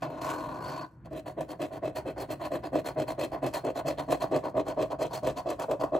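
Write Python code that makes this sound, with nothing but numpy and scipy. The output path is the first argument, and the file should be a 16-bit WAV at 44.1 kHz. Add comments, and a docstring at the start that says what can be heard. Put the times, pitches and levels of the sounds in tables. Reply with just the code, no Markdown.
"""Coin on a scratch card

A large coin scrapes the coating off a card held flat on a table, close by in a small, quiet room:
one long slide up the card, a short rest, then push-pull strokes, about nine a second.
Stick-slip friction at the rim drives the modes of card and table; the coating fractures into fine
grit, whose impacts ring the coin. Now and then the rim snags, cracks off a flake and knocks."""
import sys
import numpy as np
from scipy import signal
from scipy.fft import rfft, irfft, next_fast_len
from scipy.io import wavfile
from scipy.ndimage import uniform_filter1d, map_coordinates

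SR = 44100
rng = np.random.default_rng(int(sys.argv[2]) if len(sys.argv) > 2 else 0)


def generate_wav(signal):
    """Clip the signal to [-1, 1] and save it as 16-bit WAV at the path in sys.argv[1]."""
    frames = np.transpose(np.atleast_2d(signal))
    scaled = np.clip(frames, -1, 1) * 32767
    pcm = np.round(scaled).astype(np.int16)
    wavfile.write(sys.argv[1], SR, pcm)


N = 264371
TIME = np.arange(N) / SR
FFT_SIZE = next_fast_len(N + SR // 2)
FREQ = np.maximum(np.arange(FFT_SIZE // 2 + 1) * SR / FFT_SIZE, 1)
CUTOFF_HZ = 15900
WAYS = PUSH, PULL, SLIDE = 0, 1, 2

# Strokes, pull and push in turn, at relative levels: start_s, deepest_after_s, card_db, grit_db
STROKES = [(1.044, 0.011, -45.5, -60.5), (1.105, 0.076, -38.0, -52), (1.248, 0.026, -38, -51),
           (1.365, 0.045, -32.0, -52), (1.479, 0.036, -39, -51.0), (1.589, 0.051, -31.5, -44),
           (1.699, 0.062, -39.5, -53.5), (1.819, 0.051, -30, -49.5), (1.947, 0.023, -33.5, -46),
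           (2.047, 0.045, -33, -47), (2.156, 0.064, -36.0, -47.5), (2.284, 0.034, -33, -43.5),
           (2.392, 0.067, -35, -44.5), (2.503, 0.048, -30, -44.5), (2.624, 0.028, -35, -47),
           (2.719, 0.064, -28.5, -46), (2.84, 0.037, -34, -43), (2.957, 0.063, -27.5, -45.5),
           (3.067, 0.03, -32.5, -44.0), (3.174, 0.059, -30, -41), (3.31, 0.031, -32.5, -49.5),
           (3.417, 0.043, -27.5, -42.5), (3.527, 0.027, -31.5, -38), (3.634, 0.056, -28, -45.5),
           (3.745, 0.048, -32.5, -45), (3.844, 0.06, -29.5, -41.5), (3.971, 0.014, -31.0, -43.5),
           (4.077, 0.062, -28, -41.5), (4.2, 0.016, -28.5, -41.5), (4.308, 0.053, -25, -43.5),
           (4.427, 0.03, -31.5, -50), (4.54, 0.059, -26.5, -47.5), (4.653, 0.055, -33.5, -46.5),
           (4.764, 0.064, -26.5, -45), (4.898, 0.02, -30, -50.5), (4.985, 0.066, -30, -42),
           (5.101, 0.063, -35.5, -42), (5.221, 0.07, -30, -44.5), (5.356, 0.024, -34.0, -45),
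           (5.449, 0.063, -30, -47), (5.58, 0.052, -33, -48.5), (5.678, 0.053, -27.5, -52.5),
           (5.793, 0.026, -28.5, -49), (5.916, 0.045, -26.0, -53)]
# Place of the coin, down the card from its middle: time_s, offset_card_lengths
TRAVEL = [(0, 0), (1, -.5), (2.5, -.5), (6, .5)]


def scrape():
    """Friction excitation: slips and rubbing shake the card; each slip sheds grit that rings the coin."""
    direction, card_db, grit_db, upper_db, sparkle_db, ring_db, ring_hz = hand()
    jumps = slips(median_per_s=260, unevenness=.6, spread_db=5)
    force = rms_one(jumps) + from_db(-2) * grains(per_s=3000, spread_db=2.5)
    bursts = rms_one(decay(jumps, fade_s=.0069))
    crumbs = grains(per_s=25000, spread_db=2) * (.1 + .9 * bursts)
    card = card_rasp(force, direction, upper_db)
    grit = grit_hiss(crumbs, direction, sparkle_db)
    ring = coin_ring(crumbs, ring_hz, width_hz=130)
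    bright = from_db(-1) * grit + from_db(ring_db + 1) * ring
    return from_db(card_db - .5) * card + from_db(grit_db) * bright


def slips(median_per_s, unevenness, spread_db):
    """Stick-slip motion: the rim jumps forward at uneven intervals and with uneven force."""
    interval, strength = rng.standard_normal((6000, 2)).T
    at = (np.cumsum(np.exp(unevenness * interval)) / median_per_s * SR).astype(int)
    heard = at < N
    return np.bincount(at[heard], from_db(spread_db * strength[heard]), N)


def hand():
    """Contact loading: direction, grip and depth of cut govern the level and colour of the friction."""
    # The long slide, at relative levels: time_s, card_db, grit_db, upper_modes_db, sparkle_db, ring_db
    long_slide = [(0.021, -66, -65.5, 1, -8, -17), (0.022, -31.5, -41.5, 4.5, -14, -16),
                  (0.086, -38, -59, -12, -14, -14), (0.206, -40.5, -56, -1, -7, -12),
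                  (0.22, -35.5, -45, 1.5, -0.5, -7), (0.305, -31.5, -44.5, 6.5, -5.5, -18),
                  (0.36, -36, -51.5, 3.5, -3.5, -8), (0.604, -39.5, -59, 1, -5, -8.5),
                  (0.66, -36.5, -50.5, 4, -5, -4), (0.848, -39.5, -56.5, 2, -11, -3),
                  (0.876, -59, -76, 2, 1, -10), (1.03, -69.5, -91, 5, 2, -11)]
    # Colour of the grip on a push, then on a pull: upper_modes_db, sparkle_db, ring_db
    grip = [(-.5, -3.5, -10), (.5, -3, -8)]
    # Lean of the coin, which lowers its ring on a push and raises it otherwise: time_s, shift_hz
    lean = [(0.5, 20), (0.6, 180), (1.6, 180), (2.4, 62), (4.0, 26), (5.4, 150)]
    start_s, deepest_s, card_db, grit_db = np.transpose(STROKES)
    way = np.resize([PULL, PUSH], len(start_s))
    now = np.searchsorted(start_s, TIME) - 1
    sliding = now < 0
    direction = np.where(sliding, SLIDE, way[now])
    press_s = np.where(way == PUSH, .035, .042)
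    hold_s = np.where(way == PUSH, .001, .013)
    upper_db, sparkle_db, ring_db = np.array(grip)[way].T
    depth_db = grit_db + 44  # a deeper cut than usual wakes the upper modes and the ring
    clean_db = grit_db - card_db + 9.5  # more grit over the card makes a stroke brighter
    strokes = [stroke_level(press_s, deepest_s + hold_s, card_db, dip_db=22, bite=5, ease=1.81),
               stroke_level(deepest_s, deepest_s + .0035, grit_db, dip_db=29, bite=2.95, ease=1.51),
               (upper_db + .42 * depth_db)[now],
               (sparkle_db + .37 * clean_db)[now],
               (ring_db + .23 * depth_db)[now]]
    slide_s, *slide = np.transpose(long_slide)
    card, grit, upper, sparkle, ring = (np.where(sliding, np.interp(TIME, slide_s, points), stroke)
                                        for points, stroke in zip(slide, strokes))
    patch = drift(per_s=60) * np.where(sliding, .5, 1)  # thick coating gives more and brighter grit
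    ring_hz = 4233 + np.where(direction == PUSH, -1, 1) * over_time(lean)
    return direction, card, grit + 2 * patch, upper, sparkle + 3 * patch, ring, ring_hz


def stroke_level(rise_s, held_s, level_db, dip_db, bite, ease, last_turn_s=6.03):
    """Static and sliding friction: the coin sticks at each turn, breaks free, bites and slows; in dB."""
    starts = np.array(STROKES)[:, 0]
    lengths = np.diff(starts, append=last_turn_s)
    held = np.minimum(held_s, .85 * lengths)
    now = np.maximum(np.searchsorted(starts, TIME) - 1, 0)
    age = TIME - starts[now]
    building = np.clip(1 - age / rise_s[now], 0, 1) ** bite
    release = np.clip((age - held[now]) / (lengths - held)[now], 0, 1)
    slowing = np.sin(np.pi / 2 * release) ** ease
    return level_db[now] - dip_db * (building + slowing)


def card_rasp(force, direction, upper_db):
    """Forced vibration of card and table; further down the card it narrows to the middle modes."""
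    card = sum((direction == way) * through(force, card_response(way, soft_hz=2450)) for way in WAYS)
    travel = over_time(TRAVEL)
    card = wander(card, share=.0226, per_s=14)
    card = shelf(card, corner_hz=750, high_db=upper_db)
    card = shelf(card, corner_hz=348, high_db=8 * travel)
    card = shelf(card, corner_hz=1070, high_db=18 * travel)
    return steady(shelf(card, corner_hz=1400, high_db=-30 * travel))


def card_response(way, soft_hz):
    """Modal superposition in card and table; the compliant paper low-passes the contact force."""
    # Modes of card and table: pitch_hz, width_hz, push_db, pull_db, slide_db
    card_modes = [(141.4,17.5,-7.5,-14,-8.5), (266.6,25.7,-5,-9.5,-8.5), (309.5,49.7,-3,-7.5,-7.5),
                  (429,64,-6.5,-10.5,-13.5), (520,47.7,-2.5,-7.5,-9.5), (628.6,54.7,2,-0.5,-6.5),
                  (706,72,-4,-2.5,-9.5), (820.6,45,-11,-7.5,-11), (979.4,104,-13,-8.5,-6),
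                  (1116,166,-16,-13.5,-10), (1276,86,-21,-19.5,-18), (1486,83,-23.5,-18.5,-15.5),
                  (1926,285,-28.5,-27,-54)]
    modes = sum((-1) ** k * from_db(levels_db[way]) * resonance(hz, width_hz)
                for k, (hz, width_hz, *levels_db) in enumerate(card_modes))
    return rms_one(modes / (1 + 1j * FREQ / soft_hz) ** 2)


def grit_hiss(crumbs, direction, sparkle_db):
    """Fracture noise, whose brightness follows the cut, the place on the card and patches of coating."""
    grit = sum((direction == way) * through(crumbs, coin_response(way, low_hz=1545)) for way in WAYS)
    travel = over_time(TRAVEL)
    grit = wander(grit, share=.008, per_s=12)
    grit = shelf(grit, corner_hz=4300, high_db=sparkle_db)
    # further down the card the grit gathers in the middle of the treble
    grit = shelf(grit, corner_hz=3300, high_db=8 * travel)
    grit = shelf(grit, corner_hz=8000, high_db=-8.5 * travel)
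    return steady(shelf(grit, corner_hz=10800, high_db=2.4 * drift(per_s=40)))


def coin_response(way, low_hz):
    """Resonant filtering: the coin's modes stand out of the broad spectrum of the grit."""
    # Spectrum of the crumbling coating: frequency_hz, density_db
    grit_spectrum = [(1200,13), (2200,2.5), (3700,-4.5), (5500,-3), (6800,-2.5), (8700,-6), (11000,-5),
                     (13000,-14), (16000,-6)]
    # Finger-damped coin modes, relative to the grit: pitch_hz, width_hz, push_db, pull_db, slide_db
    coin_modes = [(2597, 46, 11.5, 3, 1), (3230, 370, 2, -0.5, -17), (4780, 56, -15, 3, -3),
                  (7820, 350, 1.5, -16, -19), (9320, 280, 9, 10.5, 6), (12950, 800, 2, 0, -3),
                  (15300, 500, 5, 10, 1)]
    modes = sum(from_db(levels_db[way]) * resonance(hz, width_hz)
                for hz, width_hz, *levels_db in coin_modes)
    band = (FREQ < CUTOFF_HZ) / (1 + (low_hz / FREQ) ** 4)
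    return rms_one(from_db(over_hz(grit_spectrum)) * (1 + modes) * band)


def coin_ring(crumbs, hz, width_hz):
    """A driven resonator: the coin's strongest mode, whose pitch follows the grip."""
    spin = np.exp(2j * np.pi * np.cumsum(hz) / SR)
    amplitude = signal.lfilter([1], [1, -np.exp(-np.pi * width_hz / SR)], crumbs / spin)
    return steady(np.real(spin * amplitude))


def snags():
    """Brittle fracture and impact: a flake cracks off, crumbs spray, the freed rim knocks on the card."""
    # The rim lands or catches on an edge of the coating, at relative levels: time_s, grit_db, card_db
    catches = [(0.0215, -43, -30.5), (0.3012, -30, -29), (1.4075, -36.5, -24), (1.6177, -31.5, -32),
               (1.9574, -35, -27), (2.7536, -39, -13.5), (2.9986, -35, -24), (3.1952, -35.5, -34),
               (3.4634, -31, -20), (3.5378, -32, -46), (3.8836, -31, -17.5), (4.124, -26.5, -10.5),
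               (4.2384, -56, -17), (4.361, -32.5, -14.5), (4.5774, -50, -12.5), (4.6837, -36, -21.5),
               (4.8232, -35, -36), (5.015, -47, -14), (5.2714, -30, -14.5), (5.502, -30.5, -23),
               (5.5964, -31, -22.5), (5.6199, -34.5, -32), (5.7114, -32.5, -15.5), (5.8364, -36, -14),
               (5.9476, -46, -12.5)]
    cracks, knocks = np.zeros((2, N))
    for time_s, grit_db, card_db in catches:
        cracks[round(time_s * SR)] = from_db(grit_db - 8)
        knocks[round(time_s * SR)] = from_db(card_db + 15)
    crack = decay(cracks, fade_s=.0058)
    spray = from_db(-15) * decay(cracks, fade_s=.034)
    flakes = (crack + spray) * grains(per_s=25000, spread_db=5)
    crunch = through(flakes, coin_response(PUSH, low_hz=1080))
    return crunch + through(knocks, card_response(PUSH, soft_hz=4160))


def direct_sound(x):
    """Phase and level differences: each frequency reaches left and right with its own lead and balance."""
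    # Phase by which the left side leads: frequency_hz, lead_rad
    lead = [(680, .05), (820, 1.2), (960, -.1), (1580, 1.8), (1760, 0), (2300, -.1), (2800, 1), (4700, .2),
            (5500, -1), (6400, 0), (7400, -.2), (9600, -2.9), (10400, -3.3), (12400, -6.2), (13400, -6.4),
            (15600, -9.4)]
    # Level of the left side over the right: frequency_hz, difference_db
    balance = [(300, 0.5), (450, 3.5), (610, 1), (760, -10), (950, 7.5), (1550, -4.5), (1900, 1.5),
               (4800, 2.5), (5900, 4.5), (7000, 1), (10000, -0.5)]
    left = from_db(over_hz(balance) / 2) * np.exp(.5j * over_hz(lead))
    return through(x, np.array([left, 1 / left]))


def nearby_echoes(x, fade_s, dull_hz, moves_per_s):
    """Scattering from hands and table: early echoes whose pattern shifts as the hand moves."""
    t = TIME[:SR // 40]
    pose = np.pi / 2 * drift(moves_per_s)
    colour = FREQ / (FREQ + 300) / (1 + 1j * FREQ / dull_hz)
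    echoes = 0
    for share in (np.cos(pose), np.sin(pose)):
        scatter = rng.standard_normal((2, len(t))) * np.exp(-t / fade_s) * (t > .001)
        echoes = echoes + through(x * share, rms_one(rfft(scatter, FFT_SIZE)) * colour)
    return echoes


def room(x, t60_s, dull_hz):
    """Diffuse reverberation: dull reflections that decay exponentially, different on each side."""
    t = TIME[:SR // 3]
    tail = rng.standard_normal((2, len(t))) * from_db(-60 * t / t60_s) * (t > .003)
    tail /= np.sqrt(np.sum(tail ** 2, axis=1, keepdims=True))
    return through(x, rfft(tail, FFT_SIZE) / (1 + 1j * FREQ / dull_hz))


def rumble():
    """Low-frequency noise of the room and the hands on the table, nearly coherent on the two sides."""
    # Spectrum of the rumble: frequency_hz, density_db
    spectrum = [(20, -20), (40, -10.5), (62, 4.5), (85, -4.5), (120, 6.5), (200, -3.5), (350, -10),
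                (600, -27), (1000, -33), (1500, -26), (2300, -38), (15000, -100)]
    # Its relative level, least while the hands rest: time_s, level_db
    swell = [(0.15, -58), (0.67, -52.5), (0.88, -64), (1.0, -59.5), (1.06, -52.5), (1.35, -60),
             (1.8, -55.5), (5.2, -54.5), (5.3, -48.5), (5.39, -56)]
    mid, side = rms_one(through(rng.standard_normal((2, N)), from_db(over_hz(spectrum))))
    level = from_db(over_time(swell) + 5.5)
    return level * (mid + from_db(-18) * side * np.array([[1], [-1]]))


def grains(per_s, spread_db):
    """Shot noise: random clicks, many small and a few large; rms 1."""
    sizes = from_db(spread_db * np.minimum(rng.exponential(1, N), 4)) * rng.choice([-1, 1], N)
    return rms_one(sizes * (rng.random(N) < per_s / SR))


def wander(x, share, per_s):
    """Frequency modulation: modes waver in pitch as the contact point and the grip move."""
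    ahead = signal.lfilter([1], [1, -np.exp(-30 / SR)], share * drift(per_s))
    return map_coordinates(x, [np.arange(N) + ahead], order=3, mode="mirror")


def drift(per_s):
    """Slow noise: random values joined by straight lines; spread about 1."""
    return np.interp(TIME * per_s, np.arange(2000), rng.standard_normal(2000))


def decay(impulses, fade_s):
    """Exponential decay after each impulse."""
    return signal.lfilter([1], [1, -np.exp(-1 / (fade_s * SR))], impulses + 1e-18)


def resonance(hz, width_hz):
    """Response of a damped oscillator, with gain 1 at its peak."""
    return 1 / (1 + 1j * (FREQ ** 2 - hz ** 2) / (FREQ * width_hz))


def shelf(x, corner_hz, high_db):
    """Shelving filter: a time-varying gain above a corner frequency."""
    low = through(x, 1 / (1 + (FREQ / corner_hz) ** 8))
    return low + from_db(high_db) * (x - low)


def steady(x, window_samples=600):
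    """Power normalisation: the local mean stays near 1 while faster texture remains."""
    power = uniform_filter1d(uniform_filter1d(x * x, window_samples), window_samples)
    return x / np.sqrt(np.maximum(power, 0) + 1e-12)


def through(x, response):
    """Linear filtering by a frequency response."""
    return irfft(rfft(x, FFT_SIZE) * response, FFT_SIZE)[..., :N]


def over_hz(points):
    """Interpolation of (frequency_hz, value) points on a logarithmic axis."""
    hz, value = np.transpose(points)
    return np.interp(np.log(FREQ), np.log(hz), value)


def over_time(points):
    """Linear interpolation of (time_s, value) points."""
    return np.interp(TIME, *np.transpose(points))


def rms_one(x):
    """Normalisation to an rms of 1."""
    return x / np.sqrt(np.mean(np.abs(x) ** 2) + 1e-20)


def from_db(db):
    """Decibels to amplitude ratio."""
    return 10 ** (np.asarray(db) / 20)


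def scene():
    """Superposition of the coin's direct sound, its reflections and the low rumble."""
    coin = scrape() + snags()
    echoes = from_db(-9.5) * nearby_echoes(coin, fade_s=.005, dull_hz=6000, moves_per_s=9)
    reverberation = from_db(-14) * room(coin, t60_s=.2, dull_hz=7000)
    return direct_sound(coin) + echoes + reverberation + rumble()


def record(dry):
    """Band limiting: a steep low-pass filter removes the highest treble."""
    return signal.sosfilt(signal.ellip(12, .1, 80, CUTOFF_HZ, fs=SR, output="sos"), dry)


dry = scene()
out = record(dry)
generate_wav(out)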